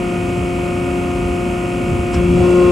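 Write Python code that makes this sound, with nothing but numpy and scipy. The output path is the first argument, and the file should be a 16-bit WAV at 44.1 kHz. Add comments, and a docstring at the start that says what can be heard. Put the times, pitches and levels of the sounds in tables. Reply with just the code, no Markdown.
"""Just above the pressure gauge on the tank of a rotary screw compressor, which runs steadily.
The rotor lobes puff out a drone, the gears whine and the motor and fan hum, all as sines tied to one rotor speed.
Cooling air rushes and whistles as coloured noise, and gusts rumble on the microphone; a few soft bumps are heard.
Near the end the microphone is moved, with a brief scuff, to a spot where the drone is much louder."""
import sys
import numpy as np
from scipy import signal
from scipy.fft import rfft, irfft
from scipy.io import wavfile

SR = 44100
rng = np.random.default_rng(int(sys.argv[2]) if len(sys.argv) > 2 else 0)


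def generate_wav(signal):
    """Clip the signal to [-1, 1] and save it as 16-bit WAV at the path in sys.argv[1]."""
    frames = np.transpose(np.atleast_2d(signal))
    scaled = np.clip(frames, -1, 1) * 32767
    pcm = np.round(scaled).astype(np.int16)
    wavfile.write(sys.argv[1], SR, pcm)


N = 119511
TIME = np.arange(N) / SR  # s
OPPOSITE = np.array([[1], [-1]])  # opposite sign in the left and right ear

# Rotor speed as heard, bending while the microphone moves. Each row: time in seconds, speed in turns per s.
ROTOR_SPEED = [(0, 44.26), (2.1, 44.26), (2.18, 44.0), (2.27, 44.15), (2.37, 44.55), (2.64, 44.58),
               (2.71, 44.35)]


def from_db(db):
    """Decibels to gain."""
    return 10 ** (np.asarray(db) / 20)


def in_time(rows):
    """Each column of a curve, sample by sample; the first column is time in seconds."""
    seconds, *columns = np.transpose(rows)
    return [np.interp(TIME, seconds, column) for column in columns]


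def at_hz(points, hz):
    """A spectrum of (Hz, dB) points read on a log-frequency axis."""
    point_hz, db = np.transpose(points)
    return np.interp(np.log(np.maximum(hz, 1)), np.log(point_hz), db)


def colour(sound, spectrum):
    """Filter by a table of (Hz, dB)."""
    bin_hz = np.arange(N // 2 + 1) * SR / N
    return irfft(rfft(sound) * from_db(at_hz(spectrum, bin_hz)), N)


def noise(spectrum):
    """Noise with the given dB per Hz."""
    white = rng.standard_normal(N) * np.sqrt(SR / 2)  # 0 dB per Hz
    return colour(white, spectrum)


def drift(per_s):
    """Slow chance with spread 1: noise through a double low-pass, one value every 200 samples."""
    step = 200
    pole = np.exp(-2 * np.pi * per_s * step / SR)
    steps = rng.standard_normal(N // step + 502)
    slow = signal.lfilter([1], [1, -2 * pole, pole * pole], steps)[500:]  # settled part
    return np.interp(np.arange(N) / step, np.arange(len(slow)), slow / slow.std())


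def tone(cycles, db, waver, pan_db=0, lead=0):
    """A sine wavering in level and phase, at an rms level, with a left-right dB and a left lead in rad."""
    waver_per_s = 2.5
    angle = 2 * np.pi * (cycles + rng.random())
    wobble = 1 + waver * (drift(waver_per_s) + 1j * drift(waver_per_s))
    wobble = wobble / np.sqrt(1 + 2 * waver ** 2)  # keeps the rms level
    wave = from_db(db) * np.sqrt(2) * np.exp(1j * angle) * wobble
    place = from_db(pan_db / 2) * np.exp(.5j * lead)
    return np.array([(wave * place).real, (wave / place).real])


def reflection(cycles, db):
    """The part of a tone that arrives from the sides, opposite in the two ears."""
    return tone(cycles, db, waver=.15) * OPPOSITE


def air(moved):
    """Cooling air rushes and faintly whistles through the housing, louder at the second spot."""
    # Rush common to both ears. Each row: frequency in Hz, level in dB per Hz.
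    rush_spectrum = [(15, -95), (30, -66), (53, -48.5), (110, -50), (170, -55), (250, -51), (320, -57.5),
                     (420, -59), (490, -66.5), (565, -57.5), (640, -65), (780, -64), (840, -71.5),
                     (900, -63.5), (1000, -66), (1120, -69), (1260, -64.5), (1430, -68), (1540, -78),
                     (1750, -77.5), (2300, -70.5), (2700, -71.5), (3100, -79), (3600, -84), (5800, -84),
                     (7500, -82), (8800, -81), (9700, -86.5), (10250, -97), (11000, -85.5), (12400, -96)]
    # Rush opposite in the ears. Each row: frequency in Hz, level in dB per Hz.
    side_spectrum = [(30, -81), (80, -60.5), (160, -73), (260, -64), (450, -64), (650, -72), (900, -69.5),
                     (1400, -76), (1700, -73.5), (2600, -84), (3300, -93), (4500, -108), (8700, -108),
                     (9300, -83), (10200, -77), (11000, -84), (12000, -108)]
    # How much louder the air is at the second spot. 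Each row: frequency in Hz, gain in dB.
    second_spot_gain = [(100, 1), (250, 5), (450, 9), (600, 7.5), (1000, 4.5), (1800, 3), (2600, 4),
                        (4500, 5.5), (10000, 2)]
    # Thin whistles in the airflow. Each row: frequency in Hz, width in Hz, peak level in dB per Hz.
    whistles = [(5350, 70, -82), (6310, 77, -82), (6880, 90, -83), (7560, 77, -77)]
    rush = noise(rush_spectrum) + noise(side_spectrum) * OPPOSITE
    for hz, width_hz, db in whistles:
        b, a = signal.iirpeak(hz, hz / width_hz, fs=SR)
        rush = rush + signal.lfilter(b, a, noise([(hz, db)]))
    return rush * (1 - moved) + colour(rush, second_spot_gain) * moved


def draught():
    """Gusts rumble on the microphone: low noise that rises and falls, partly opposite in the ears."""
    # Rumble before the gust level is added. Each row: frequency in Hz, level in dB per Hz.
    rumble_spectrum = [(15, -90), (28, -70), (38, -56), (55, -41), (90, -46), (130, -45.5), (200, -53),
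                       (280, -57.5), (450, -65.5), (1500, -110), (5000, -150)]
    # Strength of the gusts. Each row: time in seconds, gain in dB.
    gust_level = [(0, -13), (.3, -8), (.4, 0.5), (.55, -5.5), (1.1, -3), (1.26, -1), (1.6, -6.5), (1.86, 1),
                  (1.93, 6), (2.06, -1), (2.13, -1.5), (2.18, 6), (2.29, 1), (2.35, 8), (2.42, 9),
                  (2.47, -4), (2.71, -0.5)]
    side_db = -15.5  # relative to the common part
    gust_db, = in_time(gust_level)
    common = noise(rumble_spectrum)
    side = from_db(side_db) * noise(rumble_spectrum) * OPPOSITE
    return from_db(gust_db) * (common + side)


def handling():
    """Dull, quickly damped sine bumps and one short scuff of noise just before the heaviest bump."""
    # Soft bumps of handling. Each row: start in seconds, level in dB before damping and filter, pitch in Hz.
    bump_list = [(1.255, -11, 75), (1.991, -8, 70), (2.16, -6, 60), (2.238, -8, 71), (2.41, -12, 75)]
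    # Hiss of the scuff. Each row: frequency in Hz, level in dB per Hz at its peak.
    hiss_spectrum = [(60, -93), (300, -68), (1400, -70), (3000, -75), (4300, -72), (5400, -65.5),
                     (6400, -78), (7600, -66), (9500, -85), (12000, -96)]
    # Lingering body of the scuff. Each row: frequency in Hz, level in dB per Hz at its peak.
    body_spectrum = [(200, -75), (700, -66), (1400, -60.5), (2000, -70), (2800, -63), (4000, -85),
                     (9000, -110)]
    bump_t60_s, bump_band_hz = 0.073, [41, 250]
    scuff_s, rise_s, hiss_fall_s, body_fall_s = 2.146, 0.011, 0.014, 0.056
    bumps = 0
    for start_s, db, hz in bump_list:
        age = np.maximum(TIME - start_s, 0)
        bumps = bumps + from_db(db - 60 * age / bump_t60_s) * np.sin(2 * np.pi * hz * age)
    soften = signal.butter(1, bump_band_hz, "band", fs=SR, output="sos")
    scuff = 0
    for spectrum, fall_s in ((hiss_spectrum, hiss_fall_s), (body_spectrum, body_fall_s)):
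        distance = np.maximum((scuff_s - TIME) / rise_s, (TIME - scuff_s) / fall_s)
        scuff = scuff + np.exp(-distance) * noise(spectrum)
    return signal.sosfilt(soften, bumps) + scuff


def motor_and_fan(turns):
    """Hum lines beside the drone, and the faint comb of the slower motor shaft."""
    # Motor and fan tones. Each row: frequency in Hz at the starting rotor speed, level in dB.
    hum_lines = [(206.6, -36.5), (236.1, -33), (268.3, -31.5), (324.6, -41.5), (331, -38.5), (383.6, -44.5),
                 (413.1, -48), (442.7, -50.5), (472.2, -48), (500.6, -54), (560, -47), (572, -46.5),
                 (649.2, -53.5), (969, -52.5), (1033, -53.5), (1209, -53.5), (1269, -53), (1447, -46)]
    # Comb of the motor shaft. Each row: frequency in Hz, level of each tone in dB.
    comb_spectrum = [(1700, -70.5), (2100, -68), (2550, -59), (2900, -63), (3400, -72.5)]
    gear_ratio = 1.5  # rotor turns per motor turn
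    speed = ROTOR_SPEED[0][1]
    # every third motor multiple falls on a rotor multiple and is left out
    comb_hz = [k * speed / gear_ratio for k in range(60, 114) if k % 3]
    comb = [(hz, at_hz(comb_spectrum, hz)) for hz in comb_hz]
    return sum(tone(turns * hz / speed, db, waver=0.24, pan_db=1.5 * rng.normal(), lead=.3 * rng.normal())
               for hz, db in [*hum_lines, *comb])


def gears(turns, moved):
    """A dense, uneven comb on the rotor speed with some strong teeth, and its reflections."""
    # Strongest gear tones. Each row: multiple of the rotor speed, dB at the gauge, dB at the louder spot.
    strong_teeth = [(42, -53, -54), (44, -54, -54), (48, -52, -53), (50, -44, -44), (51, -43.5, -46),
                    (53, -60, -45), (54, -54, -48), (55, -55, -40), (56, -41, -49), (58, -52, -53),
                    (59, -48, -50), (60, -54, -41), (61, -49.5, -46), (62, -54, -54), (63, -52, -53),
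                    (64, -53, -48), (65, -49.5, -52), (68, -56, -54), (70, -53, -56), (71, -54, -57),
                    (72, -63, -55), (75, -55, -47), (94, -64, -63), (110, -63, -62), (120, -65, -64),
                    (142, -65, -63), (164, -66, -63), (172, -64, -61)]
    # Weaker multiples at the gauge, before unevenness. Each row: frequency in Hz, level of each tone in dB.
    weak_teeth = [(800, -58), (1400, -61.5), (1650, -63), (2200, -60), (2700, -59.5), (3200, -65.5),
                  (3700, -71.5), (5000, -77.5)]
    # Side reflections at the gauge, before unevenness. Each row: frequency in Hz, level of each tone in dB.
    side_levels = [(800, -52), (1250, -61), (1700, -66), (2100, -64), (2300, -68), (2550, -53), (2800, -63),
                   (3100, -64), (3500, -78), (4500, -108), (7000, -105)]
    uneven_db, moved_db = 4, 3.5  # chance spread between teeth; gain at the louder spot
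    speed = ROTOR_SPEED[0][1]
    # the strong teeth reach their new levels early in the move, by about 0.15 of the way
    shifted = np.clip(moved * 6.5, 0, 1)
    waver = .07 + .18 * shifted  # the whine wavers more once the microphone is moved

    def uneven(spectrum, k):
        return at_hz(spectrum, k * speed) + uneven_db * rng.normal() + moved_db * moved

    levels = {k: uneven(weak_teeth, k) for k in range(19, 112)}
    for k, gauge_db, second_db in strong_teeth:
        levels[k] = gauge_db + (second_db - gauge_db) * shifted
    whine = 0
    for k, db in levels.items():
        whine = whine + tone(turns * k, db, waver, pan_db=-1.5)
        whine = whine + reflection(turns * k, uneven(side_levels, k))
    return whine


def drone(turns, moved):
    """Each lobe lets out one puff per turn: a clean harmonic stack."""
    # Strongest harmonics at the microphone. Each row: time in seconds, then five levels in dB.
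    harmonic_levels = [(0, -26.5, -22.5, -37, -31, -46.5), (2.13, -32, -23.5, -36.5, -31, -46),
                       (2.2, -22.5, -19, -33, -30, -36), (2.26, -21.5, -17, -35, -41, -48),
                       (2.34, -15.5, -15, -36, -34, -49), (2.41, -21.5, -15, -26, -26, -47),
                       (2.46, -19.5, -12.5, -30.5, -34, -29.5), (2.52, -25.5, -12, -27, -37, -42),
                       (2.57, -21.5, -11, -25, -31.5, -29), (2.71, -23.5, -11.5, -22, -40, -27.5)]
    # Those five in order. Each row: multiple of the puff rate, left-right in dB, left lead in rad.
    harmonic_places = [(1, 2.7, 0), (2, 3.5, .35), (3, 6, -0.34), (4, -2.4, -.15), (6, 2.5, -.3)]
    # Weaker harmonics. Each row: multiple, dB at the gauge, dB at the louder spot, dB of the reflection.
    weak_harmonics = [(5, -56, -41, -47), (7, -42, -41, -51), (8, -47, -36, -45.5)]
    puffs = turns * 4  # four lobes
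    stack = 0
    for db, (k, pan_db, lead) in zip(in_time(harmonic_levels), harmonic_places):
        stack = stack + tone(puffs * round(k), db, waver=0.053, pan_db=pan_db, lead=lead)
    for k, gauge_db, second_db, side_db in weak_harmonics:
        db = gauge_db + (second_db - gauge_db) * moved
        stack = stack + tone(puffs * round(k), db, waver=0.14)
        stack = stack + reflection(puffs * round(k), side_db)
    return stack


def scene():
    """One shaft drives all the tones; air and handling lie around them."""
    # Way from the gauge to the louder spot. Each row: time in seconds, share of the way from 0 to 1.
    microphone_path = [(2.12, 0), (2.32, 0.21), (2.44, 0.96), (2.58, 0.94), (2.71, 0.96)]
    speed, = in_time(ROTOR_SPEED)
    turns = np.cumsum(speed) / SR
    moved = np.clip(in_time(microphone_path)[0], 0, 1)
    surroundings = air(moved) + draught() + handling()
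    return surroundings + motor_and_fan(turns) + gears(turns, moved) + drone(turns, moved)


def record(dry):
    """The highest peaks are rounded towards full scale and the top is cut steeply."""
    peak_limit, cutoff_hz = 1, 12400
    rounded = dry / (1 + (dry / peak_limit) ** 10) ** (1 / 10)
    top_cut = signal.ellip(10, .1, 80, cutoff_hz, fs=SR, output="sos")
    return signal.sosfilt(top_cut, rounded)


dry = scene()
out = record(dry)
generate_wav(out)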